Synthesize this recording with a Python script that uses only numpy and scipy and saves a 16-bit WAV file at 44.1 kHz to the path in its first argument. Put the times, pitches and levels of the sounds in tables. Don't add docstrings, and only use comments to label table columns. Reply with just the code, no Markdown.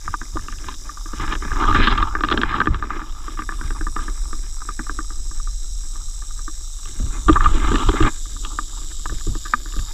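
import sys
import numpy as np
from scipy import signal
from scipy.fft import rfft, irfft, next_fast_len
from scipy.io import wavfile
from scipy.ndimage import uniform_filter1d

SR = 44100
rng = np.random.default_rng(int(sys.argv[2]) if len(sys.argv) > 2 else 0)


def bounce(signal):
    frames = np.transpose(np.atleast_2d(signal))
    limited = np.clip(frames, -1, 1)
    pcm = np.round(limited * 32767).astype(np.int16)
    wavfile.write(sys.argv[1], SR, pcm)


N = 437913

# (pitch [Hz], relative gain when knocked [dB], relative gain when rubbed [dB], t60 [s])
SHELL_MODES = [
    [(900, -9.5, -1, 0.0092), (1068, -0.5, -3.5, 0.0099), (1197, 3.5, -1, 0.024), (1302, -4.5, 0.5, 0.011)],
    [(143, -11, -11.5, 0.037), (247, -8.5, -4.5, 0.077), (312.5, -1, 1.5, 0.046), (383, -10, -5, 0.043),
     (608, -19, -9.5, 0.022)],
    [(1598, -1, -4, 0.017), (1713, -5, -7.5, 0.022), (2088, -25, -5.5, 0.012), (2418, -22, -10.5, 0.017)],
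    [(2930, -0.5, 3, 0.0062), (3268, 0, 0, 0.0087), (3644, -4, -2, 0.015), (3947, -19.5, -5, 0.015),
     (5050, -22.5, -9, 0.015)],
]
# (time [s], level [dB])
GRASS_DRAG = [(0, -51), (0.4, -49), (0.6, -42), (0.67, -33), (0.7, -38.5), (0.756, -51), (1.084, -49),
              (1.213, -32), (1.323, -28.5), (1.387, -38.5), (1.78, -21), (2.041, -26), (2.099, -42.5),
              (2.301, -27), (2.592, -28.5), (2.762, -43), (2.858, -37), (3.1, -45), (4.0, -44.5),
              (4.2, -51), (6.769, -59.5), (6.89, -44), (7.246, -42.5), (7.299, -27), (7.6, -33),
              (7.752, -25), (7.9, -33), (8.074, -23), (8.104, -49.5), (9.93, -50.5)]


def rattle():
    # (time [s], swing rate [Hz])
    tail_speed = [(0, 75), (1.5, 75), (2.5, 74.2), (3.5, 73.5), (4.6, 75.5), (5.6, 74), (6.8, 75),
                  (8, 74.5), (9.93, 73)]
    bunches = [(1, .2, .3), (2, .4, 1.2), (4, .45, 2.2)]
    # (time [s], relative level [dB])
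    ride = [(0, -41.5), (1.05, -40.5), (1.77, -41), (1.8, -46), (2.43, -45), (2.46, -51), (2.65, -46.5),
            (2.68, -52), (3.33, -43), (4.17, -39), (5.42, -38), (7.2, -37.5), (7.52, -39), (7.7, -36.5),
            (9.49, -36.5), (9.57, -40), (9.8, -36.5), (9.93, -37.5)]
    swing_hz = curves(tail_speed)[0] * (1 + .006 * walk(8))
    turn = 2 * np.pi * np.cumsum(swing_hz) / SR
    density = np.exp(sum(depth * np.cos(k * turn + phase) for k, depth, phase in bunches))
    strikes = clicks(per_s=5000 * density, scatter_db=0.41) * undb(0.31 * walk(25))
    buzz = through_housing(strikes)
    steady = buzz / np.sqrt(uniform_filter1d(buzz ** 2, size=SR // 3))
    return steady * undb(curves(ride)[0] - 1.0)


def through_housing(strikes):
    tail_path = [(0, 0.01), (1.7, 0.05), (3.0, .5), (3.4, 0.81), (3.9, 1.47), (6.6, 2.5), (7.05, 2.7),
                 (7.4, 3.26), (7.9, 3.46), (9.3, 4.2), (9.6, 4.65), (9.93, 4.7)]
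    # (centre [Hz], width [Hz], gain in each of six poses [dB])
    resonances = [(3205, 490, -14, -20, -15.5, -15, -9, -9), (3703, 340, -2.5, 3.5, -7.5, 0.5, -0.5, 3.5),
                  (3930, 400, -7.5, -8.5, -2.5, -6, -6, -6), (4730, 710, -8, -6, -15, -9.5, -6, -2),
                  (5180, 394, 4.5, 2.5, 2, -10, -2, -1), (5695, 325, 6.5, 7.5, 6.5, 3.5, -0.5, 2),
                  (6200, 190, 6, -22, -3, 2.5, -2.5, -8), (6585, 360, 2.5, 0, 3, 1, -2.5, -3),
                  (7075, 440, 1, 0.5, -6, 5, 3.5, 6.5), (7667, 494, 2.5, 5, 7, 4, 5.5, 1),
                  (8040, 550, -22.5, 4.5, 0.5, -1, -5, -26), (8910, 1040, -5.5, -24, -29, -7.5, -27, -9),
                  (9840, 800, -14.5, -4.5, -10, -18, -17.5, -17),
                  (10900, 940, -17, -18, -24, -16, -13, -10),
                  (11500, 1300, -22, -14.5, -20.5, -21.5, -34, -16),
                  (13200, 1200, -14, -14, -19, -20, -19.5, -10), (14700, 900, -21, -22, -25, -22, -24, -27)]
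    # (centre [Hz], width [Hz], share cancelled in each of six poses [0-1])
    notches = [(4450, 210, 0.62, 0.62, 0.57, .4, .3, .1), (5440, 97, 0.64, .3, 0.52, .3, .1, .1),
               (6070, 140, 0.89, .6, .6, .3, 0.5, .8), (6550, 130, .1, .1, .1, .6, .8, .3),
               (7170, 150, .1, .5, .7, .1, .1, .1), (8300, 190, .9, .1, .1, .1, .1, .1),
               (9200, 260, .1, .4, 0.74, .2, .3, .2)]
    pose, out = curves(tail_path)[0], 0
    for hz, width, *pose_db in resonances:
        gain_db = np.interp(pose, range(6), pose_db) + 0.14 * walk(3.17)
        varied = strikes * rng.standard_normal(N)
        out = out + undb(gain_db) * band(varied, hz, width)
    for hz, width, *shares in notches:
        depth = np.interp(pose, range(6), shares)
        out = out - depth * signal.lfilter(*signal.iirpeak(hz, hz / width, fs=SR), out)
    return out


def housing():
    softness = [3.13, 1.16, 2.8, 2.07]
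    cutoff_hz, out = 4750, 0
    knocks = blows(mount_knocks() + shell_taps() + stem_snaps() + ground_bumps())
    for modes, q, knock, scrape in zip(SHELL_MODES, softness, knocks, grass_scrape()):
        for hz, knocked_db, rubbed_db, t60 in modes:
            struck = undb(knocked_db + 2.66 * walk(30)) * knock
            rubbed = undb(rubbed_db - 18.5) * scrape * rng.standard_normal(N)
            contact = signal.iirpeak(hz, q, fs=SR)
            force = signal.lfilter(*contact, signal.lfilter(*contact, struck + rubbed))
            out = out + ring(force, hz, t60)
    return signal.sosfilt(signal.butter(4, cutoff_hz, fs=SR, output="sos"), out)


def blows(contacts):
    length = 2500
    age_ms = 1000 * np.arange(length) / SR
    force = np.zeros((4, N + length))
    strongest = [max(modes, key=lambda mode: mode[1]) for modes in SHELL_MODES]
    for s, *group_db, ms in contacts:
        crunch = 0.079 * rng.standard_normal((4, length)) * np.exp(-(age_ms / (ms + 1.9)) ** 2)
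        crunch[:, 0] += 1.25 * np.exp(-ms / 5.7)
        peaks = [np.abs(ring(c, hz, t60)).max() for c, (hz, _, _, t60) in zip(crunch, strongest)]
        start = int(s * SR)
        force[:, start:start + length] += (undb(group_db) / peaks)[:, None] * crunch
    return force[:, :N]


def mount_knocks():
    # (time [s], level [dB])
    knocks = [(0.214, -22.5), (1.057, -29), (1.246, -30), (1.423, -21.5), (1.516, -19.5), (1.559, -22),
              (1.64, -14.5), (2.151, -13.5), (2.54, -15), (3.016, -22), (3.28, -24), (3.39, -17.5),
              (3.419, -24), (3.49, -17), (3.521, -23.5), (3.611, -19.5), (3.705, -16.5), (3.809, -19.5),
              (3.867, -19.5), (3.962, -14.5), (3.989, -22.5), (4.08, -24), (4.329, -23), (4.688, -20.5),
              (4.792, -17), (4.894, -19.5), (4.988, -18.5), (5.104, -29.5), (5.312, -34), (5.472, -34.5),
              (5.956, -35), (6.22, -34), (6.39, -37), (6.478, -27), (9.095, -25), (9.658, -28.5),
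              (9.737, -30.5)]
    rebound_s, rebound_db = 0.016, -14
    rebounds = [(s + rebound_s, db + rebound_db) for s, db in knocks]
    return [(s, db, db - 4.5, db - 1.5, db - 22, 2.2) for s, db in knocks + rebounds]


def shell_taps():
    # (time [s], hollow level [dB], bright level [dB])
    taps = [(0.078, -13.5, -21), (0.14, -10, -22.5), (0.37, -10.5, -22), (0.392, -26, -28),
            (0.892, -24.5, -25), (0.972, -25, -37), (1.261, -34, -32), (1.478, -22, -38),
            (2.525, -18, -15.5), (2.824, -15, -19), (2.904, -11.5, -23), (2.932, -30, -27),
            (2.993, -18, -27), (3.373, -28, -35), (3.64, -36, -40), (4.618, -21.5, -42), (4.866, -25, -37),
            (5.399, -29, -42), (6.307, -33.5, -39.5), (7.406, -16, -14), (7.458, -7, -16),
            (8.05, -10.5, -25), (8.255, -35, -39), (8.364, -27.5, -37), (8.587, -11, -18),
            (8.915, -34.5, -37.5), (9.056, -10.5, -15.5), (9.536, -2.5, -5)]
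    return [(s, db, db - 20, bright, db - 26, 1.4) for s, db, bright in taps]


def stem_snaps():
    # (time [s], hollow level [dB], crisp level [dB], contact [ms])
    snaps = [(0.483, -25, -29, .7), (0.524, -28, -32, .7), (0.585, -45, -31, .7), (0.685, -22.5, -27, 3.4),
             (0.741, -33, -34.5, 3.4), (1.322, -20, -24, 8.2), (1.352, -19.5, -21.5, .7),
             (1.726, -14, -26, .7), (1.746, -9.5, -22, 12), (1.871, -8.5, -11.5, 8.6),
             (1.975, -17.5, -20, 8), (2.006, -28, -35, .7), (2.025, -13, -21.5, 2.5),
             (2.207, -17.5, -24, .7), (2.236, -5, -16.5, 0.64), (2.246, -15, -22, 2), (2.286, -16, -18, .7),
             (2.301, -19, -24, .7), (2.313, -9.5, -15, 4.6), (2.324, -8, -11.5, 2.3),
             (2.375, -11, -13.5, 0.82), (2.415, -13, -12.5, 0.77), (2.433, -4, -18, .8),
             (2.602, -8.5, -17, 1.9), (2.614, -7, -29, 2), (2.657, -17, -29, .7),
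             (2.671, -3.5, -24.5, 0.77), (2.744, -18.5, -23, .7), (6.856, -35, -31.5, 0.76),
             (7.329, -28, -14.5, 0.79), (7.356, -8, -36, 9.7), (7.441, -21, -22.5, 11),
             (7.716, -19, -20.5, 6), (7.756, -14, -13.5, 2.1), (8.026, -13, -18.5, .7),
             (8.066, -25, -24, 7.7), (8.449, -25, -18.5, 0.78), (9.207, -34, -37, 2.5),
             (9.451, -28, -40, 25), (9.723, -37, -29, 1.7), (9.788, -28.5, -30, 5.9)]
    return [(s, db, db - 7.5, db - 2, crisp, ms) for s, db, crisp, ms in snaps]


def ground_bumps():
    # (time [s], thud level [dB], hollow level [dB])
    bumps = [(0.356, -16, -30), (1.133, -22, -23.5), (1.197, -19, -26), (1.307, -20, -29),
             (1.449, -19, -24), (1.688, -12, -24), (1.786, -8.5, -31), (1.801, -12.5, -14),
             (2.582, -18, -16), (2.838, -20, -22), (6.996, -21, -36), (7.283, -5.5, -6.5),
             (7.293, -0.5, -6), (7.551, -21, -28), (7.715, -9, -23), (7.741, -11, -12), (7.888, -5.5, -5),
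             (7.935, -8.5, -19.5), (8.004, -8.5, -12), (9.121, -23, -34.5), (9.268, -17.5, -37),
             (9.351, -20.5, -28), (9.763, -23, -30)]
    return [(s, hollow, thud, hollow - 8.5, hollow - 16, 3.63) for s, thud, hollow in bumps]


def grass_scrape():
    colour_db = np.array([[0], [-7], [-1.5], [-11]])
    press_db = curves(GRASS_DRAG)[0]
    per_s = np.minimum(1500 * undb(.55 * (press_db + 34)), 2000)
    ticks = clicks(per_s * undb(6 * walk(40)), scatter_db=4.2)
    friction = unit(ticks / np.sqrt(per_s)) + 0.18
    patchy_db = [3.73 * walk(14) for _ in SHELL_MODES]
    return friction * undb(press_db + colour_db + patchy_db)


def pole_shiver():
    # (time [s], level [dB])
    ride = [(0, -32), (0.9, -28), (1.44, -24), (1.77, -11), (2.07, -22.5), (2.54, -28), (3.4, -26),
            (4.04, -18.5), (4.84, -27), (5.6, -23.5), (6.8, -27), (7.1, -22.5), (7.24, -22.5), (7.33, -13),
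            (7.55, -12), (7.71, -21), (8.8, -27.5), (9.93, -25)]
    # (frequency [Hz], relative density [dB])
    tone = [(2.9, -18), (5.0, -13), (21, 4.5), (35, 1), (52, -9), (61, -16), (65, -14), (70, -20),
            (91, -47), (150, -120)]
    # (time [s], relative level [dB])
    jolts = [(0.08, -31), (0.362, -29), (1.22, -33), (1.77, -34), (1.99, -37), (2.46, -38), (2.709, -23),
             (3.65, -33), (7.03, -26), (7.3, -20.5), (7.47, -27), (7.71, -24), (7.88, -17.5), (8.03, -14.5),
             (9.12, -27.5), (9.3, -23), (9.79, -24.5)]
    rise_s, fall_s, wobble_db = .025, 0.043, 1.5
    t = np.arange(N) / SR
    jerks = sum(undb(db) * np.exp(-((t - s) / np.where(t < s, rise_s, fall_s)) ** 2) for s, db in jolts)
    sway = undb(curves(ride)[0] + wobble_db * walk(9))
    sub = coloured(tone)
    sub = sub / np.sqrt(uniform_filter1d(sub ** 2, size=SR // 8))
    rumble = unit(band(rng.standard_normal(N), hz=68.2, width=62) * undb(1.67 * walk(12)))
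    rumble_gain = undb(-25.5) * sway + undb(curves(GRASS_DRAG)[0] - 4.5) + jerks
    return (sway + undb(1.5) * jerks) * sub + rumble_gain * rumble


def hiss():
    # (frequency [Hz], relative density [dB])
    tone = [(60, 5.5), (200, -8), (600, -2), (2500, -8), (9000, -27), (15000, -37)]
    return undb(-59.5) * coloured(tone)


def undb(db):
    return 10 ** (np.asarray(db) / 20)


def unit(x):
    return x / np.sqrt(np.mean(x ** 2))


def curves(table):
    times, *columns = np.transpose(table)
    return [np.interp(np.arange(N) / SR, times, column) for column in columns]


def ring(x, hz, t60):
    r, w = np.exp(-np.log(1000) / (t60 * SR)), 2 * np.pi * hz / SR
    return signal.lfilter([0, np.sin(w)], [1, -2 * r * np.cos(w), r * r], x)


def band(x, hz, width):
    edges = [hz - width / 2, hz + width / 2]
    return signal.sosfilt(signal.butter(2, edges, "bandpass", fs=SR, output="sos"), x)


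def coloured(tone):
    hz, db = np.transpose(tone)
    size = next_fast_len(N)
    log_hz = np.log(np.fft.rfftfreq(size, 1 / SR) + 0.14)
    gain = undb(np.interp(log_hz, np.log(hz), db))
    return unit(irfft(rfft(rng.standard_normal(size)) * gain, size)[:N])


def walk(rate):
    hold = int(SR / rate)
    steps = np.repeat(rng.standard_normal(N // hold + 1), hold)
    return unit(uniform_filter1d(uniform_filter1d(steps, hold), hold)[:N])


def clicks(per_s, scatter_db):
    fires = rng.random(N) < per_s / SR
    return fires * undb(scatter_db * np.minimum(rng.exponential(size=N), 4))


def scene():
    return (rattle() + housing() + pole_shiver() + hiss())[None]


def record(dry):
    top_hz = 15260
    rounded = 1.6 * np.tanh(dry / 1.6)
    return signal.sosfilt(signal.ellip(14, .3, 70, top_hz, fs=SR, output="sos"), rounded)


dry = scene()
out = record(dry)
bounce(out)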